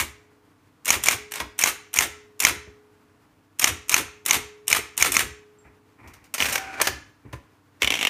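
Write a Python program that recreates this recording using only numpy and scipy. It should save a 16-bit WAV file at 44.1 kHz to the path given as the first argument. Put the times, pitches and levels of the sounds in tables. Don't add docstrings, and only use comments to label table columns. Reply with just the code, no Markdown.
import sys
import numpy as np
from scipy import signal
from scipy.fft import rfft, irfft
from scipy.io import wavfile

SR = 44100
rng = np.random.default_rng(int(sys.argv[2]) if len(sys.argv) > 2 else 0)


def wrap_up_sound(samples):
    columns = np.atleast_2d(samples).T
    tamed = np.clip(columns, -1, 1)
    steps = np.round(tamed * 32767).astype(np.int16)
    wavfile.write(sys.argv[1], SR, steps)


N = 356945
TIME = np.arange(N) / SR

# pitch_hz, t60_s
ROOM_DECAY = [(100, 0.18), (500, 0.37), (1600, 0.5), (2500, 0.44), (6000, 0.41), (10000, 0.26),
              (15000, 0.22)]
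# pitch_hz, level_db (per Hz)
MOTOR_COLOUR = [(15, -54.5), (25, -18), (69, -12.5), (101, -3.5), (163, -10.5), (293, -11.5), (344, -16),
                (488, -11.5), (529, -20.5), (621, -17.5), (1120, -15.5), (1240, -17.5), (2560, -25),
                (3730, -30.5), (15000, -38.5)]
# pitch_hz, level_db (rms)
MOTOR_HUM = [(96.9, -69.5), (253.0, -72.5), (285.3, -70), (312.2, -69.5), (419.9, -85), (672.9, -86),
             (899.0, -83), (1448, -82.5)]
# start_s, level_db, t60_s
HAND_SCUFFS = [(5.642, -51.5, 0.3), (5.982, -51.5, .53), (6.035, -48, 0.71), (7.244, -56.5, 0.63)]
# start_s, level_db
LEVER_TICKS = [(6.075, -48.5), (6.136, -46.5), (6.242, -51), (7.328, -44.5)]
# start_s, pitch_hz, level_db, t60_s
LEVER_PING = [(5.587, 7450, -55, .12)]
# pitch_hz, level_db (per Hz)
HAND_COLOUR = [(80, 5), (500, -9.5), (1000, -1), (1600, -7), (2300, 0), (3200, -27), (12000, -35)]
# start_s, level_db, t60_s
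DESK_THUMPS = [(1.408, -34.5, 0.24), (2.672, -42, 0.12), (6.409, -38, 0.87), (6.81, -42, 0.3),
               (6.889, -35, 0.42), (7.25, -46, 0.45), (7.331, -37, .25), (7.827, -42, 1)]
# pitch_hz, level_db (per Hz)
DESK_COLOUR = [(30, -36.5), (50, -6.5), (72, 1.5), (95, -2.5), (125, -5), (180, -16.5), (300, -8),
               (600, -26.5), (2000, -64.5)]
# pitch_hz, level_db (per Hz)
CASE_COLOUR = [(80, -17), (190, -11.5), (280, 0), (400, 2), (700, -12), (2000, -22.5), (8000, -51.5)]
# start_s, level_db, t60_s, steel_share (0-1)
RETURN_BLOWS = [(6.3412, -21.5, 0.085, 0.66), (6.457, -20.5, 0.068, 0.1), (6.526, -21.5, 0.11, 0.6),
                (6.557, -14, 0.034, 0.13), (6.580, -21, 0.025, 0.1), (6.8155, -10, .036, .66),
                (6.8725, -13, 0.052, 0.1)]
# start_s, level_db
RUN_LEVEL = [(6.36, -56.5), (6.44, -9), (6.55, -3.5), (6.7, -2.5), (6.8, 0.5), (6.85, -65)]
# pitch_hz, level_db (per Hz)
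RUN_COLOUR = [(35, -52.5), (60, -14), (209, -20.5), (302, -10.5), (551, -18), (762, -5.5), (835, -17),
              (1490, -9), (1920, -12.5), (2360, -8), (3270, -25.5), (6380, -27.5), (15000, -45)]
# pitch_hz, level_db (rms)
GEAR_WHINE = [(303, -54), (774, -42.5), (1456, -45.5), (1548, -45)]
# pitch_hz, level_db (per Hz)
CARRIAGE_COLOUR = [(60, -25), (300, -4), (600, -0.5), (1000, -0.5), (1600, 4.5), (2500, 4), (3300, -4.5),
                   (4200, -4), (6000, -1.5), (9000, -16), (15300, -11)]
# start_s, level_db, t60_s
LANDINGS = [(1.403, -29.5, 0.15), (6.7997, -18, 0.058), (6.812, -18, 0.058), (7.330, -32.5, 0.09)]
# pitch_hz, level_db (per Hz)
LANDING_COLOUR = [(120, -21.5), (400, -5), (600, -1), (780, -10), (1000, 3.5), (1300, -3), (1800, -3),
                  (2400, -6), (3200, -16.5), (12000, -32)]
# start_s, level_db
RATCHET_TEETH = [(6.4038, -14), (6.424, -12), (7.821, -10), (7.831, -11.5), (7.846, -12.5), (7.875, -11.5),
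                 (7.905, -11), (7.922, -14.5), (7.940, -17), (7.954, -19.5), (7.9722, -26), (7.991, -22),
                 (8.0119, -17), (8.029, -14), (8.051, -13), (8.071, -12)]
# pitch_hz, level_db (per Hz)
PAWL_COLOUR = [(100, -25), (270, -6), (480, -11), (900, -9.5), (1600, -14.5), (2200, 2), (2900, -0.5),
               (3500, -5), (4700, -23), (5700, -10), (7200, -15), (9000, -20), (12000, -21), (15300, -30)]
# pitch_hz, level_db, t60_s
PAWL_RING = [(2270, -7.5, 0.031), (2880, 0, 0.014), (3010, -8, 0.021), (5250, -22, .008)]
# blow_s, blow_db, latch_db, back_s (fall-back, after the blow), back_db, desk_db, spring_db
LETTER_STROKES = [(-.036, -3, -14, .023, -12, -38.5, -50), (0.9045, -2, -20, 0.024, -18, -36.5, -47),
                  (1.0851, -2.5, -13.5, 0.025, -16.5, -41, -40), (1.6381, -2.5, -13, .022, -16, -47, -48.5),
                  (1.988, -3, -18.5, .02, -15.5, -42, -43), (2.4501, -1, -11, .019, -12.5, -37, -42),
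                  (3.6427, -1.5, -13.5, .03, -18, -36.5, -47.5),
                  (3.9423, -2.5, -13.5, .0225, -17, -37.5, -45), (4.3092, -3, -13, .023, -14.5, -38.5, -39),
                  (4.728, -3.5, -13.5, .022, -16, -41.5, -48), (5.0248, -1, -14.5, .022, -17, -35.5, -49.5),
                  (5.1674, -4.5, -13.5, .025, -14, -36, -42.5)]
# delay_s (from the blow), level_db, t60_s,
# steel_share (0-1)
STROKE_CONTACTS = [(-.056, -35.5, .03, 0.87), (-.0255, -19, 0.044, 0.8), (-.0135, -22.5, .03, 0.5),
                   (.0346, -20.5, 0.14, 0.5)]
# pitch_hz, level_db (per Hz)
STEEL_COLOUR = [(200, -30), (900, -24.5), (1800, -13.5), (2700, -2), (3700, -8), (4650, -20), (5400, -4.5),
                (7000, -2), (8000, -4), (9100, 0), (10400, -7), (12300, -4), (13500, -6.5), (15000, -12)]
# pitch_hz, level_db (per Hz)
FRAME_COLOUR = [(60, -17), (250, -6), (600, -5.5), (1050, 0), (1600, 0), (2250, 3.5), (3000, -2.5),
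                (3600, -4), (4800, -8), (6200, -7.5), (8200, -12.5), (9500, -11), (10400, -15),
                (15000, -17.5)]
# pitch_hz, level_db, t60_s
STEEL_RING = [(2050, -9, .13), (3020, -6, .08), (5500, -10, .07), (7340, -9.5, .15), (7900, -7, .18),
              (9470, 6.5, .07), (11080, 5, .08), (12400, 0, 0.17), (15000, 2.5, .12)]
# pitch_hz, level_db, t60_s
PLATEN_RING = [(1350, -16.5, 0.022), (2129, -1, .015), (2350, 0, .014), (2940, -10.5, 0.024),
               (4247, -18.5, 0.025), (5443, -6.5, .014), (6100, 1, 0.012), (6550, 1.5, 0.011),
               (7080, -8.5, 0.019), (11200, -11, .005), (12500, -13, 0.0055)]

LATCH_S = -.047
SPACE_S, SPACE_DB = 1.3205, -23.5
REBOUND_S, REBOUND_LOSS_DB = .0187, 1.3
STEP_S, STEP_DB = .082, -23
FEED_S, FEED_PEAK_S, FEED_END_S = 6.372, 6.408, 6.555
STOP_S, STOP_RATTLE_S = 6.812, .092
WINDING_S, PAPER_RISE_S = 7.821, .022
TOOTH_T60_S, TOOTH_DB, DRAG_DB = 0.024, -6, 11
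SPRING_HZ, SPRING_T60_S, SPRING_SWELL_S = 420.4, 1.82, 0.056
OVERTONE_HZ, OVERTONE_DB, OVERTONE_T60_S = 3806, -17, .6
TOP_HZ = 15300


def undb(db):
    return 10 ** (np.asarray(db) / 20)


def fade(t, t60):
    return np.exp(-np.log(1000) * t / t60)


def add(track, start_s, sound):
    start = int(round(start_s * SR))
    lo, hi = max(start, 0), min(start + len(sound), len(track))
    if hi > lo:
        track[lo:hi] += sound[lo - start:hi - start]


def through(x, response):
    return signal.fftconvolve(x, response)[:N]


def colour(x, points, size=4096):
    hz, db = np.transpose(points)
    bins = np.maximum(np.fft.rfftfreq(size, 1 / SR), 1)
    spectrum = undb(np.interp(np.log(bins), np.log(hz), db))
    cepstrum = irfft(np.log(spectrum))
    cepstrum[1:size // 2] *= 2
    cepstrum[size // 2 + 1:] = 0
    response = irfft(np.exp(rfft(cepstrum)))
    return through(x, response / np.linalg.norm(response))


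def walk(rate):
    knots = rng.standard_normal(int(N / SR * rate) + 2)
    return np.interp(TIME * rate, np.arange(len(knots)), knots)


def burst(db, t60, snap=0., rise_s=.0005, rattle_db=3, rattle_rate=450):
    lead = max(int(rise_s * SR), 1)
    rise = np.linspace(0, 1, lead) ** 2
    decay = fade(np.arange(int(t60 * SR) + 2) / SR, t60)
    envelope = np.concatenate([rise, decay])
    bounces = rng.standard_normal(1024)
    bounce_at = np.arange(len(envelope)) / SR * rattle_rate
    rattle = undb(rattle_db * np.interp(bounce_at, np.arange(len(bounces)), bounces))
    chatter = rng.standard_normal(len(envelope)) * envelope * rattle
    snap = np.clip(snap, 0, 1)
    chatter *= np.sqrt(1 - snap) / np.linalg.norm(chatter)
    chatter[lead] += np.sqrt(snap)
    return undb(db) * np.linalg.norm(envelope) * chatter


def ring(modes, length_s, detune=0.):
    t = np.arange(int(length_s * SR)) / SR
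    total = np.zeros(len(t))
    for hz, db, t60 in modes:
        tuned_hz = hz * (1 + detune * rng.standard_normal())
        total += undb(db) * fade(t, t60) * np.cos(2 * np.pi * tuned_hz * t)
    return total


def tones(lines, waver, rate):
    total = np.zeros(N)
    for hz, db in lines:
        turns = np.cumsum(1 + waver * walk(rate)) / SR
        total += np.sqrt(2) * undb(db) * np.sin(2 * np.pi * hz * turns)
    return total


def contacts(rows, body, snap, rise_s=.0018):
    bright, dull = np.zeros(N), np.zeros(N)
    for s, db, t60, share in rows:
        share = np.clip(share, 0, 1)
        add(bright, s - rise_s, np.sqrt(share) * burst(db, t60, snap, rise_s))
        add(dull, s - rise_s, np.sqrt(1 - share) * burst(db, t60, snap, rise_s))
    return colour(bright, STEEL_COLOUR) + colour(dull, body)


def clatter(start_s, end_s, first_db, last_db, t60, share, count, scatter_db=2.0):
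    chance = rng.random((count, 3))
    along = (np.arange(count) + chance[:, 0]) / count
    times = start_s + (end_s - start_s) * along
    levels = first_db + (last_db - first_db) * along + scatter_db * (2 * chance[:, 1] - 1)
    shares = share * 2 * chance[:, 2]
    return [(s, db, t60, part) for s, db, part in zip(times, levels, shares)]


def reflections(x, build_s=0.002, count=24):
    t = TIME[:SR // 2]
    noise, bins = rfft(rng.standard_normal(len(t))), np.fft.rfftfreq(len(t), 1 / SR)
    edges = np.geomspace(40, SR / 2, count + 1)
    tail = np.zeros(len(t))
    for lo, hi in zip(edges, edges[1:]):
        t60 = np.interp(np.sqrt(lo * hi), *np.transpose(ROOM_DECAY))
        band = irfft(noise * ((bins >= lo) & (bins < hi)), len(t))
        tail += band * fade(t, t60)
    tail *= np.minimum(t / build_s, 1)
    return through(x, tail / np.linalg.norm(tail))


def room(x, wet_db=-11, count=6):
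    place = np.linspace(0, count - 1, N)
    echo = np.zeros(N)
    for spot in range(count):
        nearness = np.maximum(1 - np.abs(place - spot), 0)
        echo += np.sqrt(nearness) * reflections(x)
    return undb(wet_db) * echo


def motor(noise_db=-61):
    level = undb(noise_db + 1.2 * walk(31))
    whirr = level * colour(rng.standard_normal(N), MOTOR_COLOUR)
    return whirr + tones(MOTOR_HUM, waver=0.0044, rate=6.7)


def handling(tick_t60=0.13, tick_share=0.26, brush_s=0.03):
    rub, ping = np.zeros(N), np.zeros(N)
    for s, db, t60 in HAND_SCUFFS:
        add(rub, s - brush_s / 2, burst(db, t60, rise_s=brush_s, rattle_rate=90))
    ticks = [(s, db, tick_t60, tick_share) for s, db in LEVER_TICKS]
    for s, *mode in LEVER_PING:
        add(ping, s, ring([mode], .2))
    return colour(rub, HAND_COLOUR) + contacts(ticks, CARRIAGE_COLOUR, snap=0.) + ping


def desk(swing_db=-2, swing_s=-.019, landing_s=.04, case_db=-34, case_s=.054, bump_db=-6):
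    push, bump = np.zeros(N), np.zeros(N)
    for s, *_, db, _ in LETTER_STROKES:
        add(push, s + swing_s, burst(db + swing_db, 0.2, rise_s=0.0035))
        add(push, s + landing_s, burst(db, .36, rise_s=0.0073))
        add(bump, s + case_s, burst(case_db, .11, rise_s=0.0068))
    for s, db, t60 in DESK_THUMPS:
        add(push, s, burst(db, t60))
        add(bump, s, burst(db + bump_db, .12))
    for s, db, t60 in HAND_SCUFFS:
        add(push, s, burst(db, t60, rise_s=0.013))
    return colour(push, DESK_COLOUR) + colour(bump, CASE_COLOUR)


def carriage(rumble_db=-38.5, whine_db=-2):
    run = undb(np.interp(TIME, *np.transpose(RUN_LEVEL)))
    rolling = undb(rumble_db + 2 * walk(90)) * colour(rng.standard_normal(N), RUN_COLOUR)
    whine = tones(GEAR_WHINE, waver=.007, rate=100) * undb(whine_db + 3.5 * walk(90))
    landings = np.zeros(N)
    for s, db, t60 in LANDINGS:
        add(landings, s, burst(db, t60))
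    rows = list(RETURN_BLOWS)
    rows += clatter(FEED_S, FEED_PEAK_S, first_db=-31, last_db=-25, t60=0.1, share=0.068, count=4)
    rows += clatter(FEED_PEAK_S, FEED_END_S, first_db=-22.5, last_db=-30, t60=0.086, share=.22, count=11)
    rows += clatter(STOP_S, STOP_S + STOP_RATTLE_S, first_db=-26.5, last_db=-32, t60=0.067, share=0.12, count=6)
    blows = contacts(rows, CARRIAGE_COLOUR, snap=0.03, rise_s=.0028)
    return run * (rolling + whine) + blows + colour(landings, LANDING_COLOUR)


def ratchet(paper_db=-41, climb_s=.003, catch_db=5, scrape_db=-4, pawl_db=-2, knock_db=-15):
    teeth, knocks, pawl = np.zeros(N), np.zeros(N), np.zeros(N)
    for s, db in RATCHET_TEETH:
        t60 = TOOTH_T60_S * np.exp((TOOTH_DB - db) / DRAG_DB)
        add(teeth, s - climb_s, burst(db + scrape_db, t60, snap=0.092, rise_s=climb_s))
        add(knocks, s - climb_s, burst(db + knock_db, 0.028, rise_s=climb_s))
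        add(pawl, s, undb(db + pawl_db) * ring(PAWL_RING, .02, detune=.045))
    turning = np.clip((TIME - WINDING_S) / PAPER_RISE_S + 1, 0, 1)
    paper = turning * undb(paper_db + catch_db * walk(150)) * rng.standard_normal(N)
    scrapes = colour(teeth, PAWL_COLOUR) + pawl
    return scrapes + colour(paper, CARRIAGE_COLOUR) + colour(knocks, LANDING_COLOUR)


def spring():
    out = np.zeros(N)
    ends = [row[0] for row in LETTER_STROKES[1:]] + [N / SR]
    for (s, *_, db), end in zip(LETTER_STROKES, ends):
        modes = [(SPRING_HZ, db, SPRING_T60_S), (OVERTONE_HZ, db + OVERTONE_DB, OVERTONE_T60_S)]
        tone = ring(modes, end - s)
        t = np.arange(len(tone)) / SR
        swell = 1 - np.exp(-t / SPRING_SWELL_S)
        caught = np.minimum(t[::-1] / .01, 1)
        add(out, s, tone * swell * caught)
    return out


def space_bar(t60=0.022, share=.62, key_db=-40, key_s=-0.008, lever_db=-41):
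    rows = [(SPACE_S + k * REBOUND_S, SPACE_DB - k * REBOUND_LOSS_DB, t60, share) for k in range(3)]
    rows.append((SPACE_S + key_s, key_db, t60, share))
    rows.append((SPACE_S + STEP_S, STEP_DB, .065, .04))
    rows += clatter(SPACE_S + REBOUND_S, SPACE_S + STEP_S, first_db=-38, last_db=-34.5, t60=.1, share=.15, count=8)
    taps = contacts(rows, FRAME_COLOUR, snap=.03, rise_s=0.0032)
    lever = through(taps, ring([(9650, 0, .025)], .05))
    return taps + undb(lever_db) * lever


def linkage(scatter_db=1.4, scatter_s=.0007, guide_db=-8.0):
    rows = []
    for s, blow_db, latch_db, back_s, back_db, *_ in LETTER_STROKES:
        for delay, db, t60, share in STROKE_CONTACTS:
            contact_s = s + delay + scatter_s * rng.standard_normal()
            rows.append((contact_s, db + scatter_db * rng.standard_normal(), t60, share))
        rows.append((s + LATCH_S, latch_db, .025, .95))
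        rows.append((s + .001, blow_db + guide_db, .016, .5))
        rows.append((s + back_s, back_db, .03, .3))
        rows += clatter(s - .044, s + .022, first_db=-29, last_db=-24.0, t60=0.052, share=.3, count=9)
        rows += clatter(s + .022, s + .053, first_db=-22.5, last_db=-29, t60=.08, share=.05, count=3)
    return contacts(rows, FRAME_COLOUR, snap=0.02, rise_s=.0024)


def typebars(blow_gain_db=-3, cam_db=-19, cam_s=-.0165, link_db=-20, link_s=-0.012):
    out = np.zeros(N)
    cam_modes = [(2280, 0, 0.021), (2330, -0.78, 0.033)]  # pitch_hz, level_db, t60_s
    link_modes = [(5590, 0.55, 0.022), (6700, -1.7, 0.028)]
    for s, blow_db, *_ in LETTER_STROKES:
        add(out, s + cam_s, undb(cam_db) * ring(cam_modes, .05, detune=0.031))
        add(out, s + link_s, undb(link_db) * ring(link_modes, 0.032, detune=0.025))
        for mode in PLATEN_RING:
            part = undb(blow_db + blow_gain_db) * ring([mode], 0.037, detune=0.0054)
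            add(out, s + .0004 * rng.random(), part)
    return out


def scene(steel_db=-62, ratchet_wet=0.55, platen_wet=0.54):
    hits = linkage() + space_bar() + carriage() + handling()
    steel = undb(steel_db) * through(hits, ring(STEEL_RING, .3))
    machine = hits + steel + desk()
    blows, winding = typebars(), ratchet()
    echo = room(machine + platen_wet * blows + ratchet_wet * winding)
    return (machine + blows + winding + echo + spring() + motor())[None]


def record(dry, low_hz=38):
    thin = signal.sosfilt(signal.butter(2, low_hz, "highpass", fs=SR, output="sos"), dry)
    rounded = thin / (1 + np.abs(thin) ** 6) ** (1 / 6)
    return signal.sosfilt(signal.ellip(10, .2, 80, TOP_HZ, fs=SR, output="sos"), rounded)


dry = scene()
out = record(dry)
wrap_up_sound(out)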